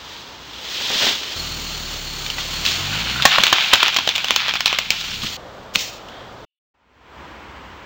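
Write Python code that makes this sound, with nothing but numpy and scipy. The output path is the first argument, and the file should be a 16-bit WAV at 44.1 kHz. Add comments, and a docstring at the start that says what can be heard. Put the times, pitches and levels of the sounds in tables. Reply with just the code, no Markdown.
"""A forest floor deep in dry leaves: an off-road truck crawls up to a dead tree and pushes it over.
The engine labours and revs; the trunk creaks, tears and splinters in cracks that echo among the trees.
Cut in before it, a pole is heaved through leaf litter. Cut in after it, one sharp crack scatters earth
at a pit, then the quiet woods fade in. All is mono, clipped on the loud cracks and held at half rate."""
import sys
import numpy as np
from scipy import signal
from scipy.fft import rfft, irfft, next_fast_len
from scipy.io import wavfile
from scipy.ndimage import uniform_filter1d, map_coordinates

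SR = 44100
rng = np.random.default_rng(int(sys.argv[2]) if len(sys.argv) > 2 else 0)


def generate_wav(signal):
    """Clip the signal to [-1, 1] and save it as 16-bit WAV at the path in sys.argv[1]."""
    frames = np.transpose(np.atleast_2d(signal))
    scaled = np.clip(frames, -1, 1) * 32767
    pcm = np.round(scaled).astype(np.int16)
    wavfile.write(sys.argv[1], SR, pcm)


N = 346520
TIME = np.arange(N) / SR
TRUCK_IN_S, TRUCK_OUT_S, PIT_OUT_S, WOODS_IN_S = 1.36, 5.368, 6.45, 6.742  # cut points

# wood snapping: t/s, relative level/dB, knock against crack/dB, splinter f/Hz, t60/s
SNAP_CUES = [(1.232, -20.5, -9, 3000, 0.012), (2.263, -16.5, -8, 3700, 0.015),
             (2.301, -13.5, -20.5, 3000, 0.012), (2.382, -20.5, -3, 1990, 0.039),
             (2.652, -7, -20.5, 3600, 0.0084), (2.663, -7, -33, 3900, 0.0085),
             (2.675, -15, -21, 2850, .012), (3.222, -5, -23.5, 3530, .0085), (3.2529, 5.5, 0, 1796, 0.021),
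             (3.383, -9, 6.5, 1190, 0.016), (3.436, 2, -7, 3480, 0.012), (3.467, -1, -9.5, 3400, 0.0087),
             (3.5271, -0.5, -0.5, 3080, 0.02), (3.730, -4.5, 1, 3000, 0.004),
             (3.7337, 2, -2.5, 3140, 0.028), (3.756, -6, -2.5, 2450, 0.011), (3.8295, -2.5, 0, 3150, .016),
             (3.867, -9.5, -2.5, 3350, 0.0086), (3.881, -9, -5, 2600, 0.01),
             (3.944, -10.5, -21, 4070, .0087), (3.9632, -6, -7, 2330, .011), (3.968, -5, -8, 3280, 0.012),
             (3.986, -9.5, -4, 3320, .018), (4.075, -6, -3, 3900, 0.011), (4.09, -4, -24.5, 3420, 0.0098),
             (4.153, -14, -17, 3560, 0.024), (4.1598, -5, -16.5, 3540, 0.008),
             (4.1804, -6.5, -10, 3400, 0.0064), (4.2439, -10.5, -6, 2950, 0.011),
             (4.2834, -10.5, -9.5, 3550, 0.0096), (4.307, 2.5, -9, 3350, 0.0057),
             (4.361, 0, -12.5, 2475, 0.011), (4.4822, -11.5, -2.5, 3300, .0065),
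             (4.493, -15, -6, 3170, 0.01), (4.5376, -10, -8, 3030, 0.011),
             (4.555, -11.5, -0.5, 2350, 0.0068), (4.606, -5.5, -6, 3070, 0.01),
             (4.6586, 3.5, -12, 3570, 0.0074), (4.668, -4, -14, 3420, 0.0053), (4.678, -9, -15, 3700, 0.01),
             (4.728, -8, -3.5, 2840, .01), (4.787, -6, -9.5, 2140, 0.014), (4.9046, -.5, -24, 2300, 0.0083),
             (5.233, -32.5, 5.5, 1220, 0.044), (5.751, -17, -8, 2930, .02), (5.757, 2.5, -19, 3140, 0.0083),
             (6.085, -34, -7.5, 2900, .025)]
# colours of a snap: f/Hz, level/dB
CRACK_EQ = [(100, -31), (500, -16.5), (1000, -12), (1900, -7.5), (2700, 4), (3600, 2), (4800, -4),
            (7000, -9.5), (8200, -22), (10000, -30)]  # bright edge
KNOCK_EQ = [(30, -23.5), (150, -20), (230, -15.5), (310, -5), (430, -18), (750, 0.5), (1150, 0.5),
            (1750, -0.5), (2500, -13.5), (6000, -40.5)]  # woody body
# echo among the trunks: f/Hz, t60/s
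FOREST_DECAY = [(100, .25), (1000, 0.2), (3000, 0.83), (9000, 0.18)]

# swelling gestures: t/s, length/s, level/dB
RIP_CUES = [(3.305, 0.057, -17), (3.555, 0.087, -23), (3.79, .1, -19), (4.38, 0.11, -22.5),
            (4.475, 0.029, -19.5), (4.545, 0.023, -23), (4.69, 0.066, -25)]  # a bundle of fibres lets go
CREAK_CUES = [(2.76, .15, -40), (2.895, .04, -28), (3.02, .22, -35), (3.14, 0.069, -29.5)]  # the trunk bends before it breaks
CRUSH_CUES = [(2.38, 0.066, -30.5), (2.65, 0.025, -18), (4.9, .22, -30.5), (5.215, 0.03, -25.5)]  # a tyre sinks into deep leaves
SCUFF_CUES = [(.895, .015, -26), (.943, 0.014, -29), (1.005, 0.041, -24), (1.085, .02, -29)]  # the pole's foot scuffs the ground
SPILL_CUES = [(5.735, .015, -28), (5.78, 0.026, -26.5)]  # earth and leaves scatter at the pit
# fader rides: t/s, level/dB
STRAIN_RIDE = [(2.2, -53), (2.7, -31), (3.0, -24.5), (3.22, -27), (3.33, -18.5), (3.7, -21), (4.05, -28),
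               (4.85, -32.5), (5.1, -33), (5.35, -50)]  # steady tearing in the trunk
FAN_RIDE = [(1.36, -28.5), (2.1, -30), (2.7, -26.5), (4.4, -41), (4.9, -41), (5.25, -31.5)]  # hiss of the engine's fan
RUSTLE_RIDE = [(0, -41), (.13, -37), (.38, -42.5), (.6, -35), (.75, -26.5), (.97, -20.5), (1.03, -16.5),
               (1.11, -19), (1.2, -28.5), (1.36, -28.5)]  # how hard the pole stirs the litter
# colours of the crackling textures: f/Hz, level/dB
FIBRE_EQ = [(150, -36), (450, -21), (850, -6), (1150, -8), (1450, -4), (1900, -6.5), (2400, 1.5), (3400, 1),
            (4400, -6), (6500, -26), (8500, -39), (10000, -51)]
RIP_EQ = [(150, -36), (500, -23.5), (850, -8), (1400, -1), (1900, -2.5), (2500, 1.5), (3400, 3), (4400, -6),
          (6500, -19), (10000, -49.5)]
CREAK_EQ = [(600, -15.5), (1150, -3.5), (1480, 6.5), (1800, -4), (2600, -12), (4000, -30)]
LEAF_EQ = [(530, -40), (900, -20.5), (1320, -12.5), (1430, -8.5), (1540, -10.5), (1800, -7.5), (2250, -6.5),
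           (3270, 2.5), (6680, -10), (9040, -26.5), (10000, -30.5), (13000, -78), (22000, -120)]
GRIT_EQ = [(300, -24.5), (1400, -17), (2200, -2), (3300, -0.5), (4200, -1.5), (5500, 0.5), (7000, -2.5),
           (8500, -18), (10000, -24)]  # crumbs of bark and earth
SCRAPE_EQ = [(30, -13), (100, -11.5), (220, -4.5), (600, -1), (1200, -5.5), (2500, -5), (6000, -38)]
SHUFFLE_EQ = [(300, -16), (900, 3), (1500, 1), (2700, -7), (3250, 4.5), (3800, -7), (9000, -34)]  # lightly stirred leaves

# the engine labours and revs against the trunk, ducks far down under the loud cracks, then slows
# and comes back up: t/s, firing f/Hz, fundamental level/dB, overtone drive/dB
ENGINE_RIDE = [(1.36, 41.5, -39.5, -39), (2.1, 35.2, -38.5, -43), (2.32, 33.35, -41, -43),
               (2.6, 37.84, -37, -39), (2.75, 43.44, -47, -37), (2.9, 48.87, -42, -33.5),
               (3.03, 55.7, -36, -33.5), (3.22, 66.2, -38, -35.5), (3.33, 73.5, -61, -45),
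               (3.7, 88.9, -63.5, -58), (4.0, 87.6, -53, -67), (4.4, 70.6, -54.5, -59.5),
               (4.9, 44.95, -50.5, -55), (5.22, 31.2, -44.5, -41), (5.37, 28.35, -55, -51)]
# colours of the truck: f/Hz, level/dB
EXHAUST_EQ = [(55, -13), (72, -2), (88, 0.5), (104, -2.5), (118, -9), (138, 2), (158, -3.5), (185, -8),
              (245, -8), (300, -17), (450, -21)]  # pipe and body resonances
RUMBLE_EQ = [(20, -10), (45, -11), (90, -4), (160, 0.5), (240, -3), (400, -11.5), (800, -31.5)]  # gas noise, also the ground thuds
FAN_EQ = [(200, -24), (330, -9), (480, -9.5), (900, -9), (1300, -6.5), (1700, -9.5), (2400, -7.5),
          (3100, -2.5), (3900, -5.5), (4400, -2), (4900, -9.5), (7200, -8.5), (7900, -23), (8700, -19.5),
          (10000, -40)]
WHISTLE_EQ = [(3700, -30.5), (4150, -2.5), (4350, 0.5), (4900, -30)]  # narrow band in the fan's hiss
# dull bumps of pole, wheel and earth: t/s, level/dB, t60/s
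THUD_CUES = [(.95, -27, .1), (3.383, -25, 0.18), (5.232, -27, 0.16), (5.756, -23.5, .08)]
# ambience beds: f/Hz, level/dB
HOLLOW_EQ = [(15, -38), (25, -10), (48, -5.5), (81, -2.5), (172, -6.5), (356, -7), (404, -6), (506, -2.5),
             (1020, -7), (1220, -7), (2460, -19.5), (3240, -16.5), (7040, -30), (9050, -41.5), (10000, -55),
             (13000, -92), (22000, -120)]
WOODS_EQ = [(15, -52), (25, -32), (60, 1), (97, -6.5), (200, -8.5), (245, -6.5), (482, -8.5), (519, -8),
            (651, -10.5), (972, -4.5), (1130, -7.5), (3080, -16), (3860, -22.5), (7590, -34), (10000, -53),
            (13000, -98), (22000, -120)]


def wood_snaps():
    """Each break is a burst that holds an instant and dies; the splinter rings, thick wood knocks."""
    track, t = np.zeros(N + SR), np.arange(SR // 10) / SR
    for start, db, knock_db, splinter_hz, t60 in SNAP_CUES:
        attack = 1 - np.exp(-t / 0.00012)
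        envelope = attack * amp(-60 * np.maximum(t - 0.15 * t60, 0) / t60)
        drift = 0.032 * np.cumsum(rng.standard_normal(len(t)))  # ragged wood has no pure pitch
        ring = amp(-3) * unit(envelope * np.sin(2 * np.pi * splinter_hz * t + drift))
        crack = unit(envelope * noise(CRACK_EQ, size=len(t)))
        knock = amp(knock_db) * unit(envelope * noise(KNOCK_EQ, size=len(t)))
        gain = amp(db - 5) * np.sqrt(np.mean(envelope ** 2))
        track[round(start * SR):][:len(t)] += gain * (crack + ring + knock)
    direct = track[:N]
    send_eq = [(300, 4), (1300, -3.5), (2800, -1.5), (5000, 1.5), (9000, 3)]  # scooped mids
    send = filtered(direct, lambda hz: amp(at_hz(send_eq, hz)))
    near = forest_echo(send, [(200, 0.12), (3000, 0.081), (9000, 0.063)])  # ground and nearest trunks
    far = forest_echo(send, FOREST_DECAY)
    return direct + amp(-12.5) * near + amp(-13.5) * far


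def tearing_trunk():
    """The bending trunk creaks, rips its fibres and sheds bark; leaves shake and crunch under tyres."""
    strain_db, = automation(STRAIN_RIDE)
    fray_cues = [(start, 0, -20 + 0.72 * db) for start, db, *_ in SNAP_CUES]  # each snap frays fibres
    tear = np.hypot(amp(strain_db), swells(fray_cues, attack=0.006, t60=0.21))
    crush = np.hypot(amp(-7) * tear, swells(CRUSH_CUES, attack=0.017, t60=0.6))
    fibres = tear * crackle(FIBRE_EQ, rate=450, spread_db=2.1, blur_db=1.5, clump_db=1.46)
    rips = swells(RIP_CUES, attack=0.014, t60=0.12)
    rips *= crackle(RIP_EQ, rate=260, spread_db=1.5, blur_db=-1, clump_db=1.3)
    leaves = crush * crackle(LEAF_EQ, rate=600, spread_db=4, blur_db=4.5, clump_db=2)
    bark = amp(-11) * crush * crackle(GRIT_EQ, rate=360, spread_db=2.5, blur_db=-4.5, clump_db=2)
    creaks = swells(CREAK_CUES, attack=0.031, t60=0.17)
    creaks *= crackle(CREAK_EQ, rate=94, spread_db=3, blur_db=-1.5, clump_db=-0.9)
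    return (fibres + rips + leaves + bark + creaks) * gate(TRUCK_IN_S, TRUCK_OUT_S)


def truck_engine():
    """Firing orders sweep through the exhaust's resonances in a low growl; the fan hisses on top."""
    firing_hz, fundamental_db, overtone_db = automation(ENGINE_RIDE)
    fan_db, = automation(FAN_RIDE)
    phase = 2 * np.pi * np.cumsum(firing_hz * (1 + 0.005 * wobble(16))) / SR
    overtones = np.zeros(N)
    for order in range(2, 7):
        order_db = at_hz(EXHAUST_EQ, order * firing_hz) - 5.5 * np.log2(order / 2) + 0.97 * wobble(14)
        overtones += amp(order_db) * np.sin(order * phase + rng.uniform(0, 2 * np.pi))
    growl = np.sqrt(2) * (amp(fundamental_db) * np.sin(phase) + amp(overtone_db) * overtones)
    puffs = 1 + 0.28 * np.cos(phase)  # gas noise comes once a firing
    rumble = noise(RUMBLE_EQ) * puffs * (amp(overtone_db - 6) + amp(-47.5))
    whistle = amp(-10 + 4 * wobble(30)) * noise(WHISTLE_EQ)  # fluttering
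    fan_gain = amp(fan_db - 0.5 + 0.75 * wobble(18)) * (1 + 0.12 * np.cos(phase))
    fan = fan_gain * (noise(FAN_EQ) + whistle)
    return (growl + rumble + fan) * gate(TRUCK_IN_S, TRUCK_OUT_S)


def heaved_pole():
    """Leaves rustle up to a peak as the pole is heaved; its weight scrapes and scuffs, over forest air."""
    rustle_db, = automation(RUSTLE_RIDE)
    rustle = amp(rustle_db + 0.27) * crackle(LEAF_EQ, rate=900, spread_db=-0.5, blur_db=5.5, clump_db=0.5)
    scrape_db = -34.5 + 0.95 * (rustle_db + 22)  # the low scrape follows the rustle
    weight = np.hypot(amp(scrape_db), swells(SCUFF_CUES, attack=0.01, t60=0.16))
    scrape = weight * crackle(SCRAPE_EQ, rate=400, spread_db=3.5, blur_db=3, clump_db=1.7)
    air = amp(-41.3) * noise(WOODS_EQ)
    return (rustle + scrape + air) * gate(0, TRUCK_IN_S)


def ground_thuds():
    """Soft ground takes a weight with a short, dull thud."""
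    track, t = np.zeros(N + SR), np.arange(SR // 3) / SR
    for start, db, t60 in THUD_CUES:
        envelope = amp(db - 0.5 - 60 * t / t60) * (1 - np.exp(-t / 0.003))
        track[round(start * SR):][:len(t)] += envelope * noise(RUMBLE_EQ, size=len(t))
    return track[:N]


def earth_at_pit():
    """Earth scatters, then leaves stir lightly over the steady rush of the hollow."""
    scatter = swells(SPILL_CUES, attack=0.013, t60=0.53)
    scatter *= crackle(GRIT_EQ, rate=840, spread_db=0, blur_db=7, clump_db=2.5)
    stir = amp(-42) * swell(start=6.05, length=0.17, attack=0.06, t60=0.56)
    stir *= crackle(SHUFFLE_EQ, rate=510, spread_db=1.5, blur_db=3, clump_db=0.5)
    rush = amp(-38.6 + 0.3 * wobble(6)) * noise(HOLLOW_EQ)
    return (scatter + stir + rush) * gate(TRUCK_OUT_S, PIT_OUT_S)


def forest_echo(x, decay):
    """Trunks and ground throw back a diffuse tail, a fresh one for each quarter second of sound."""
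    wet, step = np.zeros(N + SR), SR // 4
    for start in range(0, N, step):
        hz, t, bands = signal.stft(rng.standard_normal(SR // 2), SR, nperseg=256)
        fade = amp(-60 * t / at_hz(decay, hz)[:, None])
        _, tail = signal.istft(bands * fade, SR, nperseg=256)
        echo = signal.fftconvolve(x[start:start + step], tail / np.linalg.norm(tail))
        wet[start:start + len(echo)] += echo
    return wet[:N]


def quiet_woods():
    """A bed of distant forest air fades in with a faint, wavering low hum."""
    fade_end_s, fade_db_per_s = 7.199, 62
    bed_db = -39 - fade_db_per_s * np.maximum(fade_end_s - TIME, 0)
    hum_gain = amp(-13 + 1.7 * wobble(7))
    hum_hz = 67 + wobble(4.85)
    hum = hum_gain * np.sin(2 * np.pi * np.cumsum(hum_hz) / SR)
    return amp(bed_db) * (noise(WOODS_EQ) + hum) * gate(WOODS_IN_S, np.inf)


def crackle(eq, rate, spread_db, blur_db, clump_db):
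    """Tiny uneven fractures, rate a second, over a blur of fainter ones; the level comes in clumps."""
    sizes = amp(spread_db * np.minimum(rng.exponential(size=N), 2.5))
    ticks = (rng.random(N) < rate / SR) * sizes
    envelopes = signal.lfilter([1], [1, -np.exp(-1 / (0.0005 * SR))], ticks)  # 0.5 ms decay
    grains = envelopes * rng.standard_normal(N)
    texture = unit(grains) + amp(blur_db) * rng.standard_normal(N)
    return coloured(texture * amp(clump_db * wobble(70)), eq)


def swell(start, length, attack, t60):
    """An envelope that rises, holds until its length is over and dies away; times in seconds."""
    t = TIME - start
    return np.clip(t / attack, 0, 1) * amp(-60 * np.clip((t - length) / t60, 0, 2))


def swells(cues, attack, t60):
    """One swell for each cue, summed in power."""
    return np.sqrt(sum((amp(db) * swell(start, length, attack, t60)) ** 2 for start, length, db in cues))


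def automation(ride):
    """A per-sample curve for each column after the time."""
    times, *columns = np.transpose(ride)
    return [np.interp(TIME, times, column) for column in columns]


def gate(start, end):
    """Open from start to end, with quick fades."""
    return uniform_filter1d(1. * ((TIME >= start) & (TIME < end)), size=200)


def wobble(rate):
    """Smooth random movement, rate knots a second."""
    return map_coordinates(rng.standard_normal(int(N * rate / SR) + 4), [TIME * rate])


def noise(eq, size=N):
    """Smooth noise through an EQ curve, at rms 1."""
    return coloured(rng.standard_normal(size), eq)


def coloured(x, eq):
    """x through an EQ curve, at rms 1."""
    return unit(filtered(x, lambda hz: amp(at_hz(eq, hz))))


def filtered(x, response):
    """x through a gain that depends on frequency."""
    size = next_fast_len(len(x) + 8192)
    return irfft(rfft(x, size) * response(np.fft.rfftfreq(size, 1 / SR)), size)[:len(x)]


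def at_hz(points, hz):
    """Read a curve on a log frequency axis."""
    freqs, values = np.transpose(points)
    return np.interp(np.log(hz + 1), np.log(freqs), values)


def amp(db):
    """Decibels to gain."""
    return 10 ** (np.asarray(db) / 20)


def unit(x):
    """Scale to rms 1."""
    return x / np.sqrt(np.mean(x ** 2) + 1e-20)


def scene():
    """All layers in one mono mix, on both channels."""
    mono = heaved_pole() + truck_engine() + tearing_trunk() + wood_snaps()
    mono += ground_thuds() + earth_at_pit() + quiet_woods()
    return np.array([mono, mono])


def record(dry):
    """Loud cracks clip; holding every second sample mirrors the treble above 11 kHz."""
    clipped = np.clip(dry[0], -1, 1)
    narrow = filtered(clipped, lambda hz: 1 / (1 + (hz / 9600) ** 40))
    held = np.repeat(np.clip(narrow, -1, 1)[::2], 2)[:N]
    out = filtered(held, lambda hz: np.clip((16100 - hz) / 400, 0, 1))  # steep high cut
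    return np.array([out, out])


dry = scene()
out = record(dry)
generate_wav(out)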